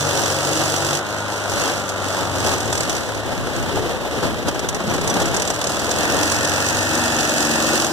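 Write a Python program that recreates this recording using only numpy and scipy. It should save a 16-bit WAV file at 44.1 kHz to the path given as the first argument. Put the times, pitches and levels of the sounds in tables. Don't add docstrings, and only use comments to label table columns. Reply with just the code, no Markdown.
import sys
import numpy as np
from scipy import signal
from scipy.fft import rfft, irfft, next_fast_len
from scipy.io import wavfile
from scipy.ndimage import uniform_filter1d, map_coordinates

SR = 44100
rng = np.random.default_rng(int(sys.argv[2]) if len(sys.argv) > 2 else 0)


def persist_wave(psi):
    counts = np.round(np.clip(psi, -1, 1) * 32767).astype(np.int16)
    wavfile.write(sys.argv[1], SR, np.atleast_2d(counts).T)


N = 349272
TIME = np.arange(N) / SR


def from_db(db):
    return 10 ** (np.asarray(db) / 20)


def rms_one(x):
    return x / np.sqrt(np.mean(x ** 2) + 1e-20)


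def in_time(rows):
    seconds, *columns = np.transpose(rows)
    return [np.interp(TIME, seconds, column) for column in columns]


def at_hz(points, hz):
    table_hz, value = np.transpose(points)
    return np.interp(np.log(hz + 1e-6), np.log(table_hz), value)


def drift(rate):
    step = 40
    r = np.exp(-2 * np.pi * step * rate / SR)
    noise = rng.standard_normal(N // step + 2002)
    slow = signal.lfilter([1], [1, -2 * r, r * r], noise)[2000:]
    return np.interp(np.arange(N) / step, np.arange(len(slow)), rms_one(slow))


def spectrum_of(x):
    size = 2 * next_fast_len(N // 2 + 2000)
    return rfft(x, size), np.arange(size // 2 + 1) * SR / size


def coloured(x, spectrum):
    bins, hz = spectrum_of(x)
    response = rms_one(from_db(at_hz(spectrum, hz)))
    return irfft(bins * response)[..., :N]


def hiss():
    return rng.standard_normal((2, N))


def grains(per_s, spread_db):
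    size_db = spread_db * np.minimum(rng.exponential(1, (2, N)), 4)
    sizes = from_db(size_db) * rng.choice([-1, 1], (2, N))
    return rms_one(sizes * (rng.random((2, N)) < per_s / SR))


def ring(x, hz, t60):
    r = from_db(-60 / (t60 * SR))
    w = 2 * np.pi * hz / SR
    gain = np.sin(w) * np.sqrt(2 * (1 - r * r))
    return signal.lfilter([0, gain], [1, -2 * r * np.cos(w), r * r], x + 1e-18)


def wavering(hz, rate):
    angle = 2 * np.pi * np.cumsum(hz) / SR
    return drift(rate) * np.cos(angle) + drift(rate) * np.sin(angle)


def orders(cycle, table, waver_db):
    out = np.zeros(N)
    for multiple, level_db in table:
        turn = (round(multiple) * cycle + rng.random()) % 1
        gain = from_db(level_db + waver_db * drift(4.5))
        out += gain * np.sin((2 * np.pi * turn).astype(np.float32))
    return np.sqrt(2) * out


def strokes(cycle, decay_s, uneven_db, jitter):
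    # share of the cycle, relative level in dB.
    contacts = [(.16, 0), (.43, -6), (.63, 0), (.9, -12)]
    kicks = np.zeros(N)
    cycles = np.arange(int(cycle[-1]))
    for share, level_db in contacts:
        slip, size = rng.standard_normal((len(cycles), 2)).T
        at = np.searchsorted(cycle, cycles + share + jitter * slip)
        kicks[np.minimum(at, N - 1)] = from_db(level_db + uneven_db * np.clip(size, -2, 2))
    r = np.exp(-1 / (decay_s * SR))
    swell = signal.lfilter([1], [1, -2 * r, r * r], kicks + 1e-18)
    return swell / np.sqrt(uniform_filter1d(swell ** 2, size=SR // 4) + 1e-9)


def engine_tones(cycle, firing_rate, load_db):
    # time in seconds, dB for the tones round 4 x the firing rate
    # before their own balance, dB at 6 x.
    hum_curve = [(0, -32.5, -30.5), (.92, -38, -30), (1.05, -38, -51), (1.8, -38, -44), (2.28, -28.5, -41),
                 (2.6, -31.5, -43), (3.3, -41, -40), (5.2, -43, -36.5), (6.4, -32.5, -38.5),
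                 (7.05, -32.5, -43), (7.35, -47, -48)]
    # time in seconds, dB added to all the muffler tones.
    drone_curve = [(0, -61), (3.5, -59), (6.0, -42.5), (6.75, -40.5), (7.1, -35), (7.75, -35), (7.92, -38)]
    # multiple of the firing rate, relative level in dB.
    drone_orders = [(3, -2.5), (5, -5), (6, -4.5), (7, -5), (8, -6), (10, 1.5), (11, -4.5), (14, -6),
                    (16, -5), (33, -7), (36, -8)]
    # multiple of the firing rate, relative level in dB.
    boom_orders = [(23, -7), (27, -10)]
    # multiple of the firing rate, relative level in dB.
    whine_orders = [(8, 1.5), (12, -3), (16, -3.5), (20, -4), (24, -2), (28, -3), (32, 0), (36, 1.5),
                    (40, 1), (44, -4.5), (48, -2), (52, 0), (56, 2), (60, -3.5)]
    boom_full_load_db, boom_follows = -36.5, 1.7
    whine_full_load_db, whine_damped = -49.5, 0.53
    whine_rate, whine_db_per_rate = 23.1, 7.0

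    fourth_db, sixth_db = in_time(hum_curve)
    drone_db, = in_time(drone_curve)
    too_slow = np.maximum(whine_rate - firing_rate, 0)
    whine_db = whine_full_load_db - whine_db_per_rate * too_slow - whine_damped * load_db
    boom_db = boom_full_load_db + boom_follows * load_db
    hum = from_db(fourth_db) * orders(cycle, [(3, -10.0), (4, 2.0), (5, -6.5)], waver_db=3.0)
    hum += from_db(sixth_db) * orders(cycle, [(6, 0)], waver_db=3.5)
    drone = from_db(drone_db) * orders(cycle, drone_orders, waver_db=2.2)
    boom = from_db(boom_db) * orders(cycle, boom_orders, waver_db=4.0)
    whine = from_db(whine_db) * orders(cycle, whine_orders, waver_db=1.1)
    return hum + drone + boom + whine


def exhaust(cycle, gain):
    # frequency in Hz, relative level in dB per Hz.
    roar_spectrum = [(120, -24), (220, -10), (310, -3.5), (420, -8), (560, 0), (750, -4.5), (1000, -7.5),
                     (1450, -6), (2000, -10.5), (2700, -13.5), (4000, -16), (8000, -55), (15000, -48)]
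    puffs = strokes(cycle, decay_s=.003, uneven_db=2.0, jitter=.008)
    rush = 0.62 * hiss()
    puffing = 0.4 * puffs * grains(6000, spread_db=2.0)
    return gain * coloured(rush + puffing, roar_spectrum)


def metalwork(cycle, gain, pickup):
    # start in seconds, level in dB.
    knock_times = [(1.89, -18), (2.3566, -24), (2.463, -16), (2.5337, -24), (2.58, -21), (2.603, -16.5),
                   (2.727, -13), (2.7522, -17), (2.776, -15.5), (2.805, -13.5), (2.831, -17), (2.895, -13),
                   (2.95, -21), (2.965, -20), (3.148, -26), (4.483, -16.5), (4.5436, -26), (4.592, -19.5),
                   (4.687, -13), (4.745, -19), (4.8688, -27.5), (4.938, -17), (4.96, -25), (5.0114, -23),
                   (5.037, -26), (5.0747, -14), (5.0988, -18), (5.139, -18), (5.163, -27), (5.201, -18),
                   (5.218, -17.5), (5.256, -18.5), (5.28, -24), (5.343, -15), (5.364, -14), (5.3976, -16.5),
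                   (5.419, -14), (5.45, -21), (5.475, -16.5), (5.501, -13), (5.541, -21), (5.613, -16.5),
                   (5.64, -16.5), (5.6695, -15.5), (5.698, -20), (5.797, -20), (5.91, -14), (6.229, -13.5),
                   (6.317, -14), (6.447, -13.5)]
    # start in seconds, peak level in dB.
    ping_times = [(4.897, -28), (5.097, -21.5)]
    # frequency in Hz, relative level in dB, time to fall 60 dB in seconds.
    metal_modes = [(3050, -9, .0086), (3460, -1, .022), (5900, 0.5, .015), (6420, 1.5, .009),
                   (7500, 0, .018)]
    # frequency in Hz, relative level in dB per Hz.
    clatter_spectrum = [(1000, 2.5), (1900, -45), (2600, 7), (3400, -2), (4400, 5.5), (6000, 4.5),
                        (7600, 3), (9500, -1.5), (12500, -9.5), (15000, -11)]
    # frequency in Hz, relative level in dB per Hz.
    knock_spectrum = [(150, -5), (500, 14), (900, 5), (2000, 6.5), (3300, 2.5), (4500, 5.5), (6000, 8.5),
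                      (8000, 6), (10500, -3), (15000, -14)]
    attack_s, decay_s = 0.0009, 0.0068
    ping_hz, ping_t60 = 5930, .12
    lug_db_per_accel = 0.27

    shaken = strokes(cycle, decay_s=.0021, uneven_db=1.2, jitter=.01)
    grit = grains(8000, spread_db=2.0)
    jolts = from_db(1.25 * drift(14))
    lug = from_db(lug_db_per_accel * pickup)
    rattle = gain * jolts * (0.59 / lug * hiss() + 0.42 * lug * shaken * grit)

    blows, pings = np.zeros((2, N))
    for start_s, level_db in knock_times:
        age = np.clip(TIME - start_s, 0, .2)
        blows += from_db(level_db) * (1 - np.exp(-age / attack_s)) * np.exp(-age / decay_s)
    for start_s, peak_db in ping_times:
        age = np.maximum(TIME - start_s, 0)
        pings += from_db(peak_db - 60 * age / ping_t60) * np.sin(2 * np.pi * ping_hz * age)
    knocks = blows * grains(8000, spread_db=1.0)

    force = np.hypot(gain * jolts * shaken, blows)
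    ringing = np.zeros((2, N))
    for hz, level_db, t60 in metal_modes:
        share = from_db(level_db + 3.0 * drift(5.2))
        ringing += ring(share * force * hiss(), hz, t60)
    body = coloured(rattle, clatter_spectrum) + coloured(knocks, knock_spectrum)
    return body + from_db(-17.5) * ringing + pings


def hollow(cycle, firing_rate):
    # time in seconds, frequency in Hz, level in dB.
    resonance_curve = [(0, 300, -39), (.45, 305, -42), (.6, 313, -27), (.75, 325, -41), (.93, 340, -34.5),
                       (1.1, 412, -41), (1.4, 410, -57), (4.5, 300, -59), (6.2, 300, -34.5),
                       (6.6, 300, -39), (6.9, 315, -32.5), (7.4, 296, -37), (7.75, 320, -29.5)]
    # loudest moment in seconds, pitch there in Hz, level in dB.
    gurgle_times = [(3.779, 430, -30.5), (3.859, 367, -32), (3.9, 494, -33.5), (4.22, 225, -31.5),
                    (4.871, 205, -27.5), (4.979, 290.6, -32.5), (5.15, 198.7, -27.5)]
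    width_hz, noise_db = 14.7, -6.5
    swell_s, octaves_per_s = 0.066, 1.1

    hz, level_db = in_time(resonance_curve)
    picked = np.zeros(N)
    for k in range(11, 18):
        nearness = np.exp(-((k * firing_rate - hz) / width_hz) ** 2)
        picked += nearness * orders(cycle, [(k, 0)], waver_db=0.5)
    out = from_db(level_db) * (picked + from_db(noise_db) * wavering(hz, rate=8.9))
    for loudest_s, pitch_hz, gurgle_db in gurgle_times:
        age = np.clip(TIME - loudest_s, -1, 1)
        swell = np.exp(-(age / swell_s) ** 2)
        rising_hz = pitch_hz * 2 ** (octaves_per_s * age)
        out += from_db(gurgle_db) * swell * wavering(rising_hz, rate=45)
    return out


def water(gain):
    # frequency in Hz, relative level in dB per Hz.
    wash_spectrum = [(100, -4), (210, -6.5), (300, -2.5), (440, -1), (700, -3), (1200, -9), (3000, -15),
                     (7000, -22.5), (15000, -34.5)]
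    churn = from_db(2.2 * drift(25))
    pops = grains(900, spread_db=1.0) * churn
    dealt = rng.integers(0, 12, N)
    bubbles = np.zeros((2, N))
    for k, hz in enumerate(np.geomspace(230, 800, 12)):
        bubbles += ring(pops * (dealt == k), hz, 11 / hz)
    return gain * rms_one(coloured(hiss() * churn, wash_spectrum) + 0.37 * bubbles)


def wind():
    # time in seconds, level in dB.
    breeze_curve = [(1.3, -43), (2.6, -37)]
    # start in seconds, length before the release in seconds, level in dB.
    gust_times = [(1.484, 0.048, -28), (1.678, 0.02, -37), (2.148, 0.25, -38), (2.62, 0.19, -32),
                  (3.233, .06, -31.5), (3.356, 0.042, -26), (3.562, 0.057, -23.5), (3.723, .07, -29),
                  (4.164, 0.2, -28.5), (4.438, 0.039, -25.5), (4.63, 0.06, -30), (4.835, .46, -28),
                  (6.337, .12, -33), (6.594, 0.19, -37)]
    # frequency in Hz, relative level in dB per Hz.
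    wind_spectrum = [(25, -17), (45, 0), (70, -1.5), (120, 2.5), (200, -3.5), (350, -9), (800, -42),
                     (2000, -43)]
    attack_s, release_s = 0.01, 0.12

    power = from_db(in_time(breeze_curve)[0]) ** 2
    for start_s, length_s, gust_db in gust_times:
        age = np.clip(TIME - start_s, 0, 1)
        shape = (1 - np.exp(-age / attack_s)) * np.exp(-np.maximum(age - length_s, 0) / release_s)
        power = power + (from_db(gust_db) * shape) ** 2
    eddies = coloured(hiss() * from_db(0.42 * drift(3.3)), wind_spectrum)
    return np.sqrt(power) * rms_one(eddies)


def waves():
    # crest in seconds, rise in seconds, wash level in dB, rattle level in dB.
    wave_times = [(.25, 0.17, -27.5, -28.5), (.6, 0.12, -26, -42), (1.68, 0.13, -32, -22.5),
                  (2.201, 0.13, -26, -26.5), (2.5, 0.11, -21, -25), (2.88, 0.34, -26.5, -29.5),
                  (3.85, 0.51, -27.5, -56), (4.25, 0.089, -23, -35), (4.49, 0.014, -17.5, -50),
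                  (4.96, 0.053, -22.5, -48), (5.29, 0.26, -21, -43), (6.12, 0.27, -23, -45),
                  (7.76, 0.088, -25, -43)]
    fall_share = 0.48
    wash, rattle = np.zeros((2, N))
    for crest_s, rise_s, wash_db, rattle_db in wave_times:
        age = TIME - crest_s
        swell = np.exp(-(age / np.where(age < 0, rise_s, fall_share * rise_s)) ** 2)
        wash += swell * from_db(wash_db) ** 2
        rattle += swell * from_db(rattle_db) ** 2
    return np.sqrt(wash), np.sqrt(rattle)


def fan():
    # time in seconds, level in dB.
    fan_curve = [(5.4, -72), (6.05, -28.5), (7.78, -26.5), (7.92, -50)]
    # frequency in Hz, relative level in dB per Hz.
    fan_spectrum = [(400, -22), (780, 2), (1050, -33), (1400, 7.5), (1600, 1), (1790, 12.5), (2100, -10),
                    (2650, 6.5), (3300, -49), (8000, -38), (14500, -24)]
    fan_db, = in_time(fan_curve)
    return from_db(fan_db) * coloured(hiss(), fan_spectrum)


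def scene():
    # time in seconds, firings per second.
    speed_curve = [(0.0, 24.39), (0.32, 23.29), (0.55, 24.17), (0.92, 23.76), (1.02, 26.01), (2.0, 24.43),
                   (2.45, 22.49), (3.1, 17.91), (4.58, 11.23), (5.25, 17.54), (5.55, 18.4), (5.8, 20.35),
                   (6.1, 22.28), (6.55, 23.29), (6.75, 24.6), (7.1, 23.48), (7.35, 22.78), (7.65, 22.93),
                   (7.92, 21.96)]
    # time in seconds, load in dB relative to full load.
    load_curve = [(0, -1), (.96, 1), (1.02, -10), (1.45, -7.5), (2.0, -11), (3.1, -15), (3.6, -11),
                  (4.0, -17.5), (4.75, -16.5), (5.1, -9.5), (5.6, -6.5), (6.08, -0.5), (7.78, 1.8),
                  (7.92, -2)]
    roar_full_load_db, roar_follows = -21, 0.4
    clatter_full_load_db = -22.5
    wave_roar_db = 2.5
    cruise_rate, wash_db, wash_db_per_rate = 24, -32, -0.43

    firing_rate, = in_time(speed_curve)
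    load_db, = in_time(load_curve)
    cycle = np.cumsum(firing_rate * (1 + 0.0008 * drift(6.0))) / SR
    acceleration = uniform_filter1d(np.gradient(firing_rate) * SR, size=SR // 2)
    pickup = np.maximum(acceleration, 0)
    wave_wash, wave_rattle = waves()

    roar_gain = from_db(roar_full_load_db + roar_follows * load_db)
    roar_gain = np.hypot(roar_gain, from_db(wave_roar_db) * wave_rattle)
    clatter_gain = np.hypot(from_db(clatter_full_load_db + load_db), wave_rattle)
    stern_gain = from_db(wash_db + wash_db_per_rate * (firing_rate - cruise_rate))
    wash_gain = np.hypot(stern_gain, wave_wash)
    motor = engine_tones(cycle, firing_rate, load_db)
    motor = motor + exhaust(cycle, roar_gain) + metalwork(cycle, clatter_gain, pickup)
    return motor + fan() + hollow(cycle, firing_rate) + water(wash_gain) + wind()


def record(dry):
    # time in seconds, notch frequency in Hz.
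    notch_curve = [(0, 2310), (5.6, 2290), (7.2, 2260)]
    # frequency in Hz, level in dB.
    feed_curve = [(100, -.2), (1100, -.5), (1500, -.03), (2800, -.03), (3400, -3), (4600, -7), (7000, -8.5),
                  (9400, -13), (15000, -17)]
    # frequency in Hz, side minus mid in dB.
    width_curve = [(40, -4.5), (100, -11.5), (300, -10.5), (600, -10.5), (1200, -4.5), (2000, 2.5),
                   (3300, 1.5), (7000, -1), (15000, -0.5)]
    # frequency in Hz, left minus right in dB.
    balance_curve = [(60, 0.8), (150, 1.3), (330, 3.5), (650, 3.8), (1200, -0.7), (1850, 2.5), (2050, 0),
                     (2500, 0), (2700, -3), (3500, -2), (4600, -3), (6500, -5), (9000, 0), (14500, -3.5)]
    # frequency in Hz, radians by which the left lags.
    lag_curve = [(2600, 0), (3450, .15), (5750, .7), (8000, .9), (10400, 1.4), (13000, 2.7)]
    cutoff_hz = 15500

    notch_hz, = in_time(notch_curve)
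    pair = np.array([dry[0] + dry[1], dry[0] - dry[1]])
    late_at = np.arange(N) - SR / notch_hz
    late = np.array([map_coordinates(x, [late_at], order=3) for x in pair])
    (mid, side), hz = spectrum_of(pair)
    (late_mid, late_side), _ = spectrum_of(late)
    feed = from_db(at_hz(feed_curve, hz))
    width = from_db(at_hz(width_curve, hz))
    comb = feed * np.exp(-2j * np.pi * hz / notch_hz.mean())
    power = np.sqrt(2 * (abs(1 - comb) ** 2 + abs(width * (1 + comb)) ** 2))
    sign = np.array([[1], [-1]])
    wide = (mid - feed * late_mid + sign * width * (side + feed * late_side)) / power
    balance = from_db(sign * at_hz(balance_curve, hz) / 2)
    lag = np.exp(-.5j * sign * at_hz(lag_curve, hz))
    out = irfft(wide * balance * lag)[:, :N]
    lowpass = signal.ellip(10, .2, 80, cutoff_hz, fs=SR, output="sos")
    return signal.sosfilt(lowpass, out)


dry = scene()
out = record(dry)
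persist_wave(out)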